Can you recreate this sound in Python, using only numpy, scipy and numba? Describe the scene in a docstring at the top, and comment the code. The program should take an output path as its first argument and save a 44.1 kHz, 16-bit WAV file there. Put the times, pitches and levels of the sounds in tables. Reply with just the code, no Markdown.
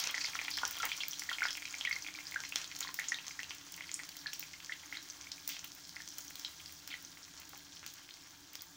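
"""Chicken pieces fry in a pan of oil, heard from above the stove, while a kitchen fan drones (filtered noise).
At first the oil boils hard: thousands of tiny ringing bubbles fizz, and small bubbles snap and spray, lone pops
ring briefly, large steam bubbles ring low, droplets spit and pockets of water splutter. At 2 s a faint sine
sinks in pitch for a moment. As the water boils off, the fizz weakens and the pops thin out.
Throughout, the pan rings under the bursts and the kitchen gives the frying a short noise tail."""
import sys
import numpy as np
from scipy import signal
from scipy.fft import rfft, irfft
from scipy.io import wavfile
from scipy.ndimage import uniform_filter1d
from numba import njit

SR = 44100
rng = np.random.default_rng(int(sys.argv[2]) if len(sys.argv) > 2 else 0)


def int16_out(signal):
    """Quantize to a 16-bit WAV file."""
    q = np.round(np.clip(np.atleast_2d(signal).T, -1, 1) * 32767)
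    wavfile.write(sys.argv[1], SR, q.astype(np.int16))


N = 386316

# How hard the oil boils. Each row: time in seconds, fizz gain in dB, low simmer gain in dB relative to the fizz.
BOIL_COURSE = [(0.0, -45, 1), (0.14, -52.5, -0.5), (0.24, -49, -4.5), (0.8, -49, -4), (1.56, -49.5, -17.5),
               (1.85, -51, -5), (2.1, -51.5, -8), (2.97, -53, -8), (3.61, -53.5, -7.5),
               (6.03, -53.5, -12.5), (6.44, -51.5, -13), (6.8, -54, -12.5), (8.76, -57, -11.5)]


def undb(db):
    """Amplitude ratio of a level difference: a factor of ten for every 20 dB."""
    return 10 ** (np.asarray(db, float) / 20)


def level(x, db):
    """Scale to a root-mean-square level, the measure of mean power."""
    return x * undb(db) / np.sqrt(np.mean(x ** 2))


def colour(x, points):
    """Minimum-phase filter through (Hz, dB) points: folding the cepstrum of the log gain makes it causal."""
    hz, db = np.transpose(points)
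    size = 8192
    grid = np.arange(size // 2 + 1) * SR / size + 1
    log_gain = np.log(undb(np.interp(np.log(grid), np.log(hz), db)))
    cepstrum = irfft(log_gain)
    cepstrum[1:size // 2] *= 2
    cepstrum[size // 2 + 1:] = 0
    impulse_response = irfft(np.exp(rfft(cepstrum)))
    return signal.fftconvolve(x, impulse_response)[:len(x)]


def walk(rate):
    """Slow random modulation: Gaussian levels held 1 / rate s and smoothed by a moving average; spread near 1."""
    hold = int(SR / rate)
    steps = np.repeat(rng.standard_normal(N // 100), hold)[:N]
    return uniform_filter1d(steps, hold // 2)


@njit
def ring(n, at, hz, cycles, size, glide, swell, sr):
    """Damped oscillators: each swells, then dies by 60 dB over three times its cycles; glide raises its pitch."""
    out = np.zeros(n)
    for e in range(len(at)):
        period = sr / hz[e]
        fall = np.log(1000) / (3 * cycles[e] * period)
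        phase = 0.
        for i in range(min(int((3 * cycles[e] + swell[e]) * period), n - at[e])):
            phase += 2 * np.pi / period * (1 + glide * i / (cycles[e] * period))
            rise = i / (swell[e] * period)
            if rise < 1:
                shape = rise * rise * (3 - 2 * rise)
            else:
                shape = np.exp(-fall * (i - swell[e] * period))
            out[at[e] + i] += size[e] * shape * np.sin(phase)
    return out


def grains(s, hz, cycles, db, glide, swell=0.45):
    """Superposition of damped oscillators that start at times s; swell is the rise in cycles."""
    at = np.clip(s * SR, 0, N - 1).astype(np.int64)
    pitch = np.clip(hz, 100, .4 * SR)
    rise_cycles = np.maximum(swell + 0 * s, .1)
    return ring(N, at, pitch, np.clip(cycles, .3, 40), undb(db), 1. * glide, rise_cycles, 1. * SR)


def swarm(count, lo_hz, hi_hz, cycles, spread_db, patchy_db):
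    """Random superposition of bubbles under a wavering level; rms 1.

    A positive spread makes few of them large, a negative one few of them small."""
    when, pitch, size, length = rng.random((count, 4)).T
    size_db = -spread_db * np.log(1 - .999 * size)
    hz = lo_hz * (hi_hz / lo_hz) ** pitch
    sound = grains(when * N / SR, hz, cycles * (.5 + length), size_db, glide=0.049)
    return level(sound * undb(patchy_db * walk(40)), 0)


def fizz():
    """The steady sizzle as dense bubble noise: each size band wavers by itself, and all follow the boil."""
    s, fizz_db, simmer_db = np.transpose(BOIL_COURSE)
    t = np.arange(N) / SR
    small = swarm(count=20000, lo_hz=3100, hi_hz=5000, cycles=4, spread_db=3.0, patchy_db=.8)
    smaller = swarm(count=25000, lo_hz=5000, hi_hz=8500, cycles=4, spread_db=3.0, patchy_db=.8)
    crackle = swarm(count=1500, lo_hz=2200, hi_hz=7500, cycles=2.5, spread_db=3.3, patchy_db=2)
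    tiny = swarm(count=30000, lo_hz=8500, hi_hz=17000, cycles=3, spread_db=2.8, patchy_db=1.5)
    ticks = swarm(count=1200, lo_hz=9500, hi_hz=17000, cycles=1.0, spread_db=-3.0, patchy_db=-27)
    simmer = swarm(count=14000, lo_hz=885, hi_hz=3830, cycles=1.36, spread_db=2.5, patchy_db=3.)
    bright = undb(-12.0) * small + undb(-7.0) * smaller + undb(-5.5) * tiny + undb(-23.0) * ticks
    low = simmer + undb(-2.0) * crackle
    fizz_gain = undb(np.interp(t, s, fizz_db))
    simmer_gain = undb(np.interp(t, s, simmer_db))
    return fizz_gain * (bright + simmer_gain * low)


def kitchen(x):
    """Reverberation: dense echoes from pan rim, tiles and walls, as exponentially decaying noise."""
    t60_s, gain_db = 0.23, -6.5
    t = np.arange(SR // 2) / SR
    decay = 10 ** (-3 * t / t60_s)
    onset = np.clip(t / 0.000086, 0, 1)
    tail = rng.standard_normal(len(t)) * decay * onset
    unit_energy_tail = tail / np.sqrt(np.sum(tail ** 2))
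    return signal.fftconvolve(x, unit_energy_tail)[:N] * undb(gain_db)


def fan():
    """Broadband air noise, plus resonances of the hood as narrow bands of noise that waver in level."""
    # Spectrum of the air noise. Each row: frequency in Hz, relative density in dB per Hz.
    air_spectrum = [(15, -52), (42, 2), (76, -4.5), (167, -3.5), (216, -35), (286, 4), (470, -23),
                    (680, -10.5), (1600, -15.5), (2080, -42), (3520, -120)]
    # Resonances of the hood. Each row: frequency in Hz, width in Hz, rms level in dB.
    hood_modes = [(81, 10.4, -63.5), (120, 18, -73.5), (162.3, 16.5, -65), (257.5, 3, -74.5),
                  (286.3, 6, -65.5), (318.6, 26, -70), (912, 8.1, -77), (1630, 94, -69.5)]
    air_db, waver_db = -64, 1.5
    air = level(colour(rng.standard_normal(N), air_spectrum), air_db)
    for hz, width, db in hood_modes:
        edges = [hz - width / 2, hz + width / 2]
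        band = signal.butter(1, edges, "bandpass", fs=SR, output="sos")
        hum = signal.sosfilt(band, rng.standard_normal(N)) * undb(waver_db * walk(2.5))
        air = air + level(hum, db)
    return air


def aftermath(s, hz, db, within_s, scatter, cycles, fade_db, count):
    """A decaying cascade: every burst leaves bubbles of like pitch that go off, ever weaker, just after it."""
    when, pitch, size = np.moveaxis(rng.random((len(s), count, 3)), -1, 0)
    late = np.reshape(within_s, (-1, 1)) * when
    size_db = db[:, None] - fade_db * when + 12 * (size - .5)
    hz_each = hz[:, None] * np.exp(scatter * (pitch - .5))
    starts = (s[:, None] + late).ravel()
    all_cycles = np.full(late.size, 1. * cycles)
    return grains(starts, hz_each.ravel(), all_cycles, size_db.ravel(), glide=0.182, swell=1.0)


def with_unlisted(table, over_db, spread_db, lo_hz, hi_hz, rest, count):
    """Columns of the listed bursts plus a random point process of others, whose size follows the boil."""
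    thinning = 3.6  # how strongly these crowd toward the start, while the oil boils hardest
    when, size, pitch = rng.random((count, 3)).T
    s = when ** thinning * N / SR
    boil_s, boil_db, _ = np.transpose(BOIL_COURSE)
    db = np.interp(s, boil_s, boil_db) + over_db + spread_db * (size - .5)
    hz = lo_hz * (hi_hz / lo_hz) ** pitch
    more = [s, db, hz] + [np.full(count, value) for value in rest]
    return np.hstack([np.transpose(table), more])


def snaps():
    """Rupture of a small bubble: the film cracks for barely one cycle, the cavity resonates, spray hisses."""
    # The loudest small bubbles bursting at the surface. Each row: start in seconds, reference level in dB,
    # cavity pitch in Hz, spray level in dB and crack level in dB, both relative to the reference.
    listed = [(0.0375, -30, 3940, -39, 4), (0.0718, -23, 5430, -33, 11), (0.1476, -32.5, 6300, -12, 11),
              (0.178, -36.5, 5960, -5, -2), (0.2064, -33, 5450, -4.5, 9), (0.2387, -29, 5020, -9.5, -1),
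              (0.2524, -22, 4600, -28, -4), (0.3481, -28, 5900, -17.5, -4), (0.5117, -24.5, 4850, -21, -11),
              (0.538, -25.5, 4200, -16.5, -9), (0.57, -27.5, 5300, -13.5, -2), (0.6511, -18, 5700, -27, 4),
              (0.6766, -31, 5540, -26, 1), (0.7266, -30, 5960, -29, -5), (0.7997, -31.5, 3400, -21, 7),
              (0.821, -25.5, 6140, -19, 2), (0.8889, -34, 3230, -13.5, 0), (0.9157, -25.5, 3370, -17, -8),
              (0.9757, -29, 5850, -18, 3), (1.007, -28, 3420, -13.5, 1), (1.1094, -27, 5870, -26, -12),
              (1.132, -28, 5700, -30, -6), (1.1937, -24.5, 5900, -25, -8), (1.2955, -33.5, 3370, -13, 14),
              (1.3284, -30.5, 3240, -12, 8), (1.4371, -26, 5450, -21, -5), (1.457, -25, 4930, -22, -9),
              (1.484, -27.5, 3330, -17, 6), (1.506, -27, 5060, -17.5, 10), (1.7075, -29, 7100, -16, -4),
              (1.7253, -29, 6460, -29, 1), (1.7833, -28.5, 6600, -20, -9), (1.8507, -28.5, 3140, -12, 8),
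              (1.926, -24.5, 4500, -21, -7), (1.9562, -31.5, 5440, -19, 9), (2.0217, -29, 6040, -20, -9),
              (2.0737, -34, 3370, -32, 8), (2.2679, -28, 4900, -25, -11), (2.4029, -32.5, 5500, -20, 12),
              (2.4486, -36, 5300, -10.5, -5), (2.5576, -20.5, 5260, -31, 13), (2.615, -34, 5630, -16, 12),
              (2.643, -35, 3870, -17, 14), (2.676, -32, 6560, -29, -7), (2.7606, -35, 5530, -22, 9),
              (2.806, -17.5, 6750, -38, -3), (2.8272, -25.5, 3970, -19.5, -10),
              (2.8783, -30, 4300, -28, -8), (2.9417, -36, 5340, -29, 11), (2.9685, -35, 5150, -19, -6),
              (2.9948, -27, 6830, -22, -9), (3.0842, -18.5, 6740, -18, -18), (3.1193, -27, 5800, -27, -12),
              (3.1433, -24.5, 3690, -25, 4), (3.2667, -34.5, 5160, -17, 10), (3.2803, -27, 6100, -28, 5.5),
              (3.312, -38, 6170, -11, 4), (3.391, -32, 5480, -21, -4), (3.4311, -38, 5800, -22, 16.5),
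              (3.4935, -33, 5830, -16, -7), (3.9145, -23, 6760, -37, 1), (3.9409, -22.5, 6860, -21.5, -15),
              (3.941, -11, 8670, -30, -29), (4.0337, -35.5, 5970, -16, 12), (4.0907, -37, 4530, -25, 10),
              (4.1678, -33, 6200, -31, 6), (4.2677, -23, 4290, -25.5, -18), (4.3313, -27.5, 5500, -17, 1),
              (4.405, -34.5, 5440, -15, 4), (4.722, -34, 3400, -16, 1), (4.738, -48, 3350, -29, -7),
              (4.9526, -37, 3600, -29, -6), (4.9699, -26.5, 3960, -27, -6), (5.0991, -28, 6170, -22, 1),
              (5.2106, -32, 5860, -25, -9), (5.3162, -30.5, 4970, -18, -8), (5.4755, -40, 5630, -26, 13),
              (5.4905, -35, 5300, -26, 15), (5.5912, -30, 6100, -22, 4), (6.0756, -31, 5800, -24, 6),
              (6.1823, -42, 6300, -22, 0), (6.2057, -31.5, 6750, -19, -11), (6.3954, -31, 5650, -29, 3),
              (6.4473, -22.5, 3880, -24, -4), (6.6588, -33, 4700, -24, 4), (6.8753, -40, 5140, -16, 16),
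              (7.0482, -32.5, 6000, -23, -7), (7.375, -42.5, 5560, -11, 12), (7.863, -41, 5700, -19, 19.5),
              (8.5534, -38.5, 4730, -21, 19.5), (8.6073, -40, 4700, -15.5, 10)]
    spray_rest_db, crack_rest_db = -16., -2.  # for the unlisted snaps
    rest = [spray_rest_db, crack_rest_db]
    s, db, hz, spray_db, crack_db = with_unlisted(listed, 11, 6, 3800, 6750, rest, count=60)
    ones = np.ones(len(s))
    crack = grains(s + .001, 4500. * ones, .5 * ones, db + crack_db, glide=0., swell=.3)
    cavity = grains(s + 0.00097, hz, 10.6 * ones, db - 4.5, glide=0.006, swell=2.)
    spray = aftermath(s + 0.0018, hz, db + spray_db, 0.036, 0.646, 22.7, fade_db=22.0, count=50)
    return crack + cavity + spray


def pops():
    """Single bubbles as lone damped oscillators: a quick swell up to the listed moment, a short ring."""
    # The loudest lone little pops. Each row: peak time in seconds, peak level in dB, pitch in Hz, cycles rung.
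    listed = [(0.04, -20, 6200, 4.2), (0.0433, -23.5, 2510, 2.1), (0.099, -27, 2490, 1.5),
              (0.1045, -27.5, 2400, 3.2), (0.1103, -36, 5180, 2.8), (0.1577, -30, 5810, 1.8),
              (0.18, -26, 5030, 1.6), (0.1845, -33, 5560, 1.5), (0.261, -33, 2430, 3.7),
              (0.3538, -26, 1740, 3.2), (0.397, -28, 2060, 2.5), (0.417, -28, 1760, 1.2),
              (0.4482, -30, 4740, 1.9), (0.5364, -32, 5000, 4.1), (0.571, -20, 4790, 2.1),
              (0.5864, -23.5, 3200, 3.8), (0.8036, -31, 4130, 4.4), (0.853, -32, 2170, 4.7),
              (0.861, -32, 2150, 7.8), (1.026, -42, 3930, 2.7), (1.0347, -30, 5100, 6.4),
              (1.117, -33, 6000, 9.7), (1.124, -35, 6260, 2.9), (1.2365, -29, 5500, 3.3),
              (1.3103, -37, 4110, 1.6), (1.4305, -24, 2200, 9.3), (1.4702, -29, 4940, 2.2),
              (1.53, -25, 5470, 2.4), (1.5467, -37, 5510, 12), (1.579, -31, 2220, 3.5),
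              (1.6225, -29, 2230, 1.8), (1.6273, -33, 2260, 5.2), (1.6557, -25, 4850, 1.7),
              (1.6796, -30, 2570, 2.2), (1.6854, -34, 5440, 3.9), (1.7027, -40, 4820, 11),
              (1.751, -25, 5850, 2), (1.873, -35, 3830, 8.7), (1.9164, -34, 5660, 10.3),
              (1.9282, -27, 2000, 8.3), (1.952, -38, 5820, 2.4), (2.1406, -27, 5330, 1.4),
              (2.158, -31, 4270, 2), (2.1645, -34, 5430, 1.4), (2.207, -35.5, 2360, 4.7),
              (2.2551, -40, 4970, 8.5), (2.3458, -26, 6500, 1.7), (2.7154, -32, 4420, 3.1),
              (2.721, -33.5, 2110, 2.7), (2.751, -30, 4240, 2.3), (2.765, -21.5, 6270, 1.6),
              (2.8904, -28, 1700, 0.7), (3.0177, -33, 1920, 4.1), (3.0345, -33, 2110, 1.4),
              (3.0422, -32, 2800, 2.9), (3.143, -35, 2260, 2), (3.172, -39, 3780, 4.7),
              (3.3097, -35, 2260, 5.3), (3.4, -38, 1960, 12), (3.403, -29, 2240, 2.3),
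              (3.516, -33, 2500, 3.2), (3.538, -47, 3050, 3.5), (3.5839, -33, 6050, 3.5),
              (3.667, -39, 6370, 5.8), (3.6763, -41, 6840, 6.2), (3.741, -29, 6140, 3.1),
              (3.8003, -43, 2350, 3), (3.8424, -35, 2100, 2.9), (3.8705, -41, 5290, 7.5),
              (3.8934, -31, 2320, 1.7), (3.9339, -43, 5420, 6.2), (3.993, -32, 2160, 4),
              (4.0349, -47, 2470, 0.9), (4.05, -37, 6880, 3.8), (4.09, -35, 2900, 1.4),
              (4.155, -45, 1990, 4), (4.2736, -35, 2560, 3.9), (4.3202, -38, 5140, 2.4),
              (4.4343, -35, 6670, 4.5), (4.472, -37, 5260, 1.4), (4.5333, -34, 5560, 3.4),
              (4.5387, -41, 4300, 1.7), (4.603, -33.5, 2660, 2.4), (4.6469, -26, 5200, 1.2),
              (4.6615, -31, 6320, 3.9), (4.8003, -48, 5900, 5.4), (4.818, -41, 5580, 2.2),
              (4.8356, -40, 2020, 3.7), (4.8593, -38.5, 6370, 11), (4.9707, -34.5, 1710, 3.5),
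              (5.0885, -29, 5800, 1.5), (5.149, -45, 5590, 5.4), (5.212, -43, 2660, 2.9),
              (5.2427, -38, 2350, 2.5), (5.246, -41, 5630, 4.3), (5.3188, -22, 5250, 1.6),
              (5.3812, -42.5, 2400, 7.5), (5.401, -38, 5500, 3), (5.4874, -37, 5890, 5.7),
              (5.5019, -39, 5480, 9.1), (5.719, -29, 5640, 2.1), (5.7507, -38, 5330, 1.3),
              (5.852, -36, 4860, 3), (5.873, -34.5, 5620, 2.7), (5.8937, -29.5, 5070, 2.6),
              (5.912, -44, 5410, 3.3), (5.961, -34, 5000, 4.6), (6.02, -26, 5800, 1.1),
              (6.0878, -35, 6360, 5.1), (6.1047, -41, 5990, 16), (6.1245, -38, 5130, 5.6),
              (6.1393, -40, 5990, 7.1), (6.281, -35, 5900, 6.5), (6.3075, -33.5, 1870, 1.3),
              (6.3557, -33, 3800, 3.5), (6.414, -41, 5210, 4.0), (6.449, -32, 3190, 8.9),
              (6.599, -46, 3200, 11.3), (6.6031, -39.5, 2390, 4.1), (6.6519, -48, 6010, 6.7),
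              (6.68, -44, 5010, 8.7), (6.6949, -40, 2160, 2), (6.7705, -47, 5280, 4.6),
              (6.8908, -38, 2300, 2), (6.9266, -31, 2350, 2.1), (6.931, -38, 3020, 5.7),
              (7.1726, -36.5, 1980, 1.9), (7.25, -37, 5910, 2.1), (7.2812, -43, 1820, 2.5),
              (7.34, -38, 1540, 0.57), (7.3897, -43, 5250, 2.5), (7.418, -40, 2500, 2.9),
              (7.433, -39, 2240, 0.64), (7.548, -36, 6140, 3.5), (7.557, -43, 2650, 3),
              (7.7634, -48, 5780, 9.9), (7.7757, -45, 4360, 4.9), (7.7943, -34.5, 6060, 2.8),
              (7.842, -37, 2560, 3.1), (7.877, -35, 6740, 8.6), (7.9569, -41, 5630, 2.5),
              (8.047, -47, 2430, 1.0), (8.0906, -35, 2500, 1.6), (8.14, -34.5, 4870, 2.9),
              (8.236, -47, 5320, 11), (8.5404, -43, 2650, 3.1), (8.5934, -42, 3470, 9.2)]
    swell_share = .18  # of the cycles
    s, db, hz, cycles = np.transpose(listed)
    swell = swell_share * cycles
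    return grains(s - swell / hz, hz, cycles, db, glide=0.01, swell=swell)


def bubbles():
    """Volume resonance of large bubbles: low plops that open with a tick, a soft thud as the oil closes, followers."""
    # The loudest large steam bubbles. Each row: start in seconds, plop level in dB, pitch in Hz, cycles rung.
    listed = [(0.0416, -44, 2540, 8), (0.0673, -34, 2580, 15), (0.0982, -32, 3230, 16),
              (0.1432, -24.5, 1980, 8), (0.179, -25.5, 1900, 5.5), (0.2124, -31, 2550, 11),
              (0.245, -26.5, 2200, 5.7), (0.3335, -33, 2350, 5.8), (0.353, -33, 1320, 7.6),
              (0.39, -24.5, 2370, 8.7), (0.4145, -28, 2040, 4), (0.4496, -27, 3230, 2.7),
              (0.4813, -25, 2200, 4.9), (0.5765, -28, 1720, 4.9), (0.6325, -28.5, 1444, 17),
              (0.633, -22.5, 1000, 4.4), (0.657, -35, 1620, 6.2), (0.7675, -37, 3280, 14),
              (0.8, -34, 1364, 22), (0.8298, -27.5, 2230, 4.9), (0.8305, -30, 1290, 7.6),
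              (0.9166, -25, 2390, 9.4), (1.0048, -27, 3100, 5.9), (1.0341, -29, 2290, 15),
              (1.1316, -33, 3230, 8.9), (1.2201, -29, 1970, 3.3), (1.2904, -27, 1880, 14),
              (1.3147, -26.5, 1400, 5.4), (1.3842, -27, 2280, 5.5), (1.4063, -28, 2230, 6),
              (1.4194, -20.5, 1525, 12), (1.4535, -19, 1600, 4.4), (1.5519, -29, 2720, 3.6),
              (1.573, -31.5, 2420, 5.4), (1.6529, -30.5, 2420, 11), (1.7413, -29, 2300, 8.1),
              (1.8103, -24, 3140, 5.3), (1.8495, -26.5, 2260, 15), (1.8724, -26.5, 1920, 22),
              (1.9106, -24.5, 2160, 11), (1.9619, -31.5, 2100, 13), (2.0466, -35, 2480, 6.9),
              (2.0645, -31, 2380, 9), (2.085, -31.5, 2200, 5.8), (2.149, -37.5, 2330, 23),
              (2.1874, -32, 2200, 4.3), (2.3213, -33, 2120, 4.7), (2.3421, -30.5, 2080, 5),
              (2.359, -24, 1575, 18.5), (2.4374, -27.5, 2080, 2), (2.523, -27, 2600, 8.6),
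              (2.5587, -32, 3460, 21), (2.615, -35, 2640, 8), (2.6419, -39, 3200, 8),
              (2.7144, -37, 2480, 7.7), (2.8143, -29.5, 2300, 1.4), (2.848, -38, 1070, 9),
              (2.8732, -33.5, 1880, 6.3), (2.8884, -37.5, 1050, 9.6), (2.989, -24.5, 1850, 9.4),
              (2.9974, -28, 2170, 7.7), (3.119, -23.5, 1885, 18), (3.1862, -31.5, 2620, 8.5),
              (3.3913, -29.5, 1890, 11), (3.431, -35.5, 2740, 11), (3.5072, -24.5, 2820, 1.8),
              (3.778, -35, 2100, 1.5), (3.8077, -30.5, 2100, 5.3), (3.8916, -43, 2200, 6.9),
              (3.9985, -33.5, 1930, 7.3), (4.2592, -31, 1710, 21), (4.3316, -32.5, 2750, 4),
              (4.4273, -31.5, 2500, 4.7), (4.5378, -42.5, 2110, 12), (4.6946, -31.5, 1790, 13),
              (4.7203, -31, 2020, 13), (4.9252, -31, 2050, 7.1), (4.9514, -39, 2140, 7.8),
              (5.2694, -41, 2270, 15), (5.5666, -31, 2620, 3.1), (5.6424, -32, 2970, 3),
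              (5.9654, -33.5, 2010, 6.7), (6.0028, -37, 1800, 8.4), (6.4483, -42, 3220, 11),
              (6.9027, -40, 3150, 13), (6.916, -38, 2260, 9.7), (6.9398, -31, 1990, 7.8),
              (7.5328, -38, 1250, 2), (7.535, -44, 790, 4), (7.7685, -39.5, 3180, 4.1),
              (7.8296, -35.5, 1470, 0.81)]
    thud_db, tick_db = -13.5, -10  # relative to the plop
    swell_share, rest_cycles = .16, 4.  # swell as a share of the cycles; cycles of the unlisted bubbles
    s, db, hz, cycles = with_unlisted(listed, 7, 6, 1500, 3300, [rest_cycles], count=30)
    ones = np.ones(len(s))
    plop = grains(s + 0.0003, hz, cycles, db, glide=0.0032, swell=swell_share * cycles)
    thud = grains(s + 0.001, 900. * ones, 1.5 * ones, db + thud_db, glide=0.24)
    tick = grains(s, 2 * hz, ones, db + tick_db, glide=0., swell=.3)
    followers = aftermath(s + .003, hz, db - 14, .04, 0.4, 5.5, fade_db=14, count=10)
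    return plop + tick + thud + followers


def pan_ring(x):
    """Modal resonance: convolution lets every burst strike the modes of the pan, which the oil damps."""
    # Modes of the pan. Each row: frequency in Hz, strength in dB.
    pan_modes = [(1040, -22), (1520, -25), (2230, -28), (3330, -24), (5470, -28)]
    t60_s = .055
    t = np.arange(SR // 8) / SR
    modes = sum(undb(db) * hz / SR * np.sin(2 * np.pi * hz * t) for hz, db in pan_modes)
    return signal.fftconvolve(x, modes * 10 ** (-3 * t / t60_s))[:N]


def spits():
    """Impulse of a bright droplet: a thin crack, a short high ring, then a short hiss."""
    # The loudest droplets of water spitting out of the oil. Each row: start in seconds, reference level in dB,
    # hiss level in dB relative to the reference.
    droplets = [(0.1092, -36.5, -1), (0.6767, -33, -3), (0.71, -28, -15), (0.7672, -40, -7),
                (0.7851, -39, 3), (0.8528, -24, -5), (0.966, -41, 4), (1.0828, -24.5, -18),
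                (1.1938, -36, 6.5), (2.311, -39, -4), (2.49, -42, 4), (2.5585, -37, -10), (2.805, -30, -7),
                (2.942, -29, -7.5), (2.9941, -39.5, 5.5), (3.5486, -44, 0), (3.7209, -37, -2),
                (3.763, -39, -2.5), (4.0896, -39, -3), (4.167, -36, -11), (4.335, -33.5, -6),
                (4.395, -26.5, -21), (5.4767, -23, -12), (5.4907, -29, -11), (5.6444, -33, -11),
                (5.7495, -41, -11), (6.087, -43, 0), (6.1831, -30, -6), (6.2484, -41, -2),
                (6.3021, -42, -1), (6.3553, -37, -5), (6.394, -38, -12), (6.723, -41, -5),
                (6.875, -37.5, -1.5), (7.025, -41, -7), (7.399, -39, -8), (7.492, -40.5, -5),
                (7.576, -40, -9), (7.863, -37, -6), (7.9373, -40.5, -3), (8.532, -41, -8), (8.554, -40, -7),
                (8.62, -33, -15)]
    crack_db, high_ring_db, rest_hiss_db = 20, 5, -6  # relative to the reference; the last for unlisted spits
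    listed = [(s, db, 15100., hiss_db) for s, db, hiss_db in droplets]  # high ring at 15100 Hz
    # grains() holds the high rings of the unlisted ones to at most 0.4 SR
    s, db, hz, hiss_db = with_unlisted(listed, 7.6, 25.0, 17400, 19000, [rest_hiss_db], count=35)
    ones = np.ones(len(s))
    crack = grains(s + 0.00038, 9750.0 * ones, 0.54 * ones, db + crack_db, glide=0., swell=0.19)
    high_ring = grains(s + .0008, hz, 7. * ones, db + high_ring_db, glide=0., swell=3.)
    hiss = aftermath(s + 0.0005, 7900.0 * ones, db + hiss_db, 0.0047, 0.14, 0.95, fade_db=3.0, count=40)
    return crack + high_ring + hiss


def splutters():
    """Dense superposition: hundreds of bubbles of many pitches go off in a rush that fades."""
    # Pockets of water boiling off at once. Each row: start in seconds, duration in seconds, centre pitch in Hz,
    # starting level of single bubbles in dB, spread of pitch in octaves.
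    pockets = [(.26, .07, 5500, -49, 2), (0.83, 0.045, 1600, -44, 2), (1.43, 0.08, 2220, -46, 2),
               (2.562, 0.08, 2600, -49, 2.3), (2.815, 0.1, 2600, -52, 2.3), (3.04, .06, 4500, -52, 2),
               (4.925, .06, 2800, -53, 2), (5.496, 0.075, 4100, -45.5, 1.9), (6.903, 0.06, 2950, -51.5, .8),
               (7.864, 0.055, 4800, -57, 2)]
    s, lasts_s, hz, db, octaves = np.transpose(pockets)
    scatter = np.log(2) * octaves[:, None]
    return aftermath(s, hz, db, lasts_s, scatter, 2.5, fade_db=10, count=600)


def sinking_tone():
    """Frequency and amplitude modulation: a faint wavering sine swells, glides down into the hum and fades."""
    start_s, lasts_s, rise_s = 2.01, .27, 0.05
    from_hz, to_hz, mean_db = 325, 281, -64
    t = np.arange(N) / SR - start_s
    glide_hz = np.interp(t, [0, lasts_s], [from_hz, to_hz])
    shape = np.clip(np.minimum(t, lasts_s - t) / rise_s, 0, 1)
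    amplitude = np.sqrt(2) * undb(mean_db + 4 * walk(30.6)) * shape
    hz = glide_hz + 9 * walk(35.2)
    return amplitude * np.sin(2 * np.pi * np.cumsum(hz) / SR)


def scene():
    """Linear superposition of the pan, its echoes, the fan and the sinking tone."""
    bursts = bubbles() + snaps() + spits() + pops()
    pan = bursts + pan_ring(bursts) + splutters() + fizz()
    return (pan + kitchen(pan) + fan() + sinking_tone())[None]


def record(dry):
    """Linear filtering: the microphone's frequency response, then a steep elliptic low-pass."""
    # Microphone colour, dull above 7 kHz but for the resonance of its port. Each row: frequency in Hz, gain in dB.
    mic_response = [(30, -13), (4500, 2.5), (6200, 3.5), (7200, 0), (8400, -7), (11000, -10.5),
                    (13700, -11), (14400, -1), (15100, 4), (15800, -1), (16150, -42), (17000, -14)]
    top_hz = 16900
    low_pass = signal.ellip(10, .2, 70, top_hz, fs=SR, output="sos")
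    return signal.sosfilt(low_pass, colour(dry[0], mic_response))[None]


dry = scene()
out = record(dry)
int16_out(out)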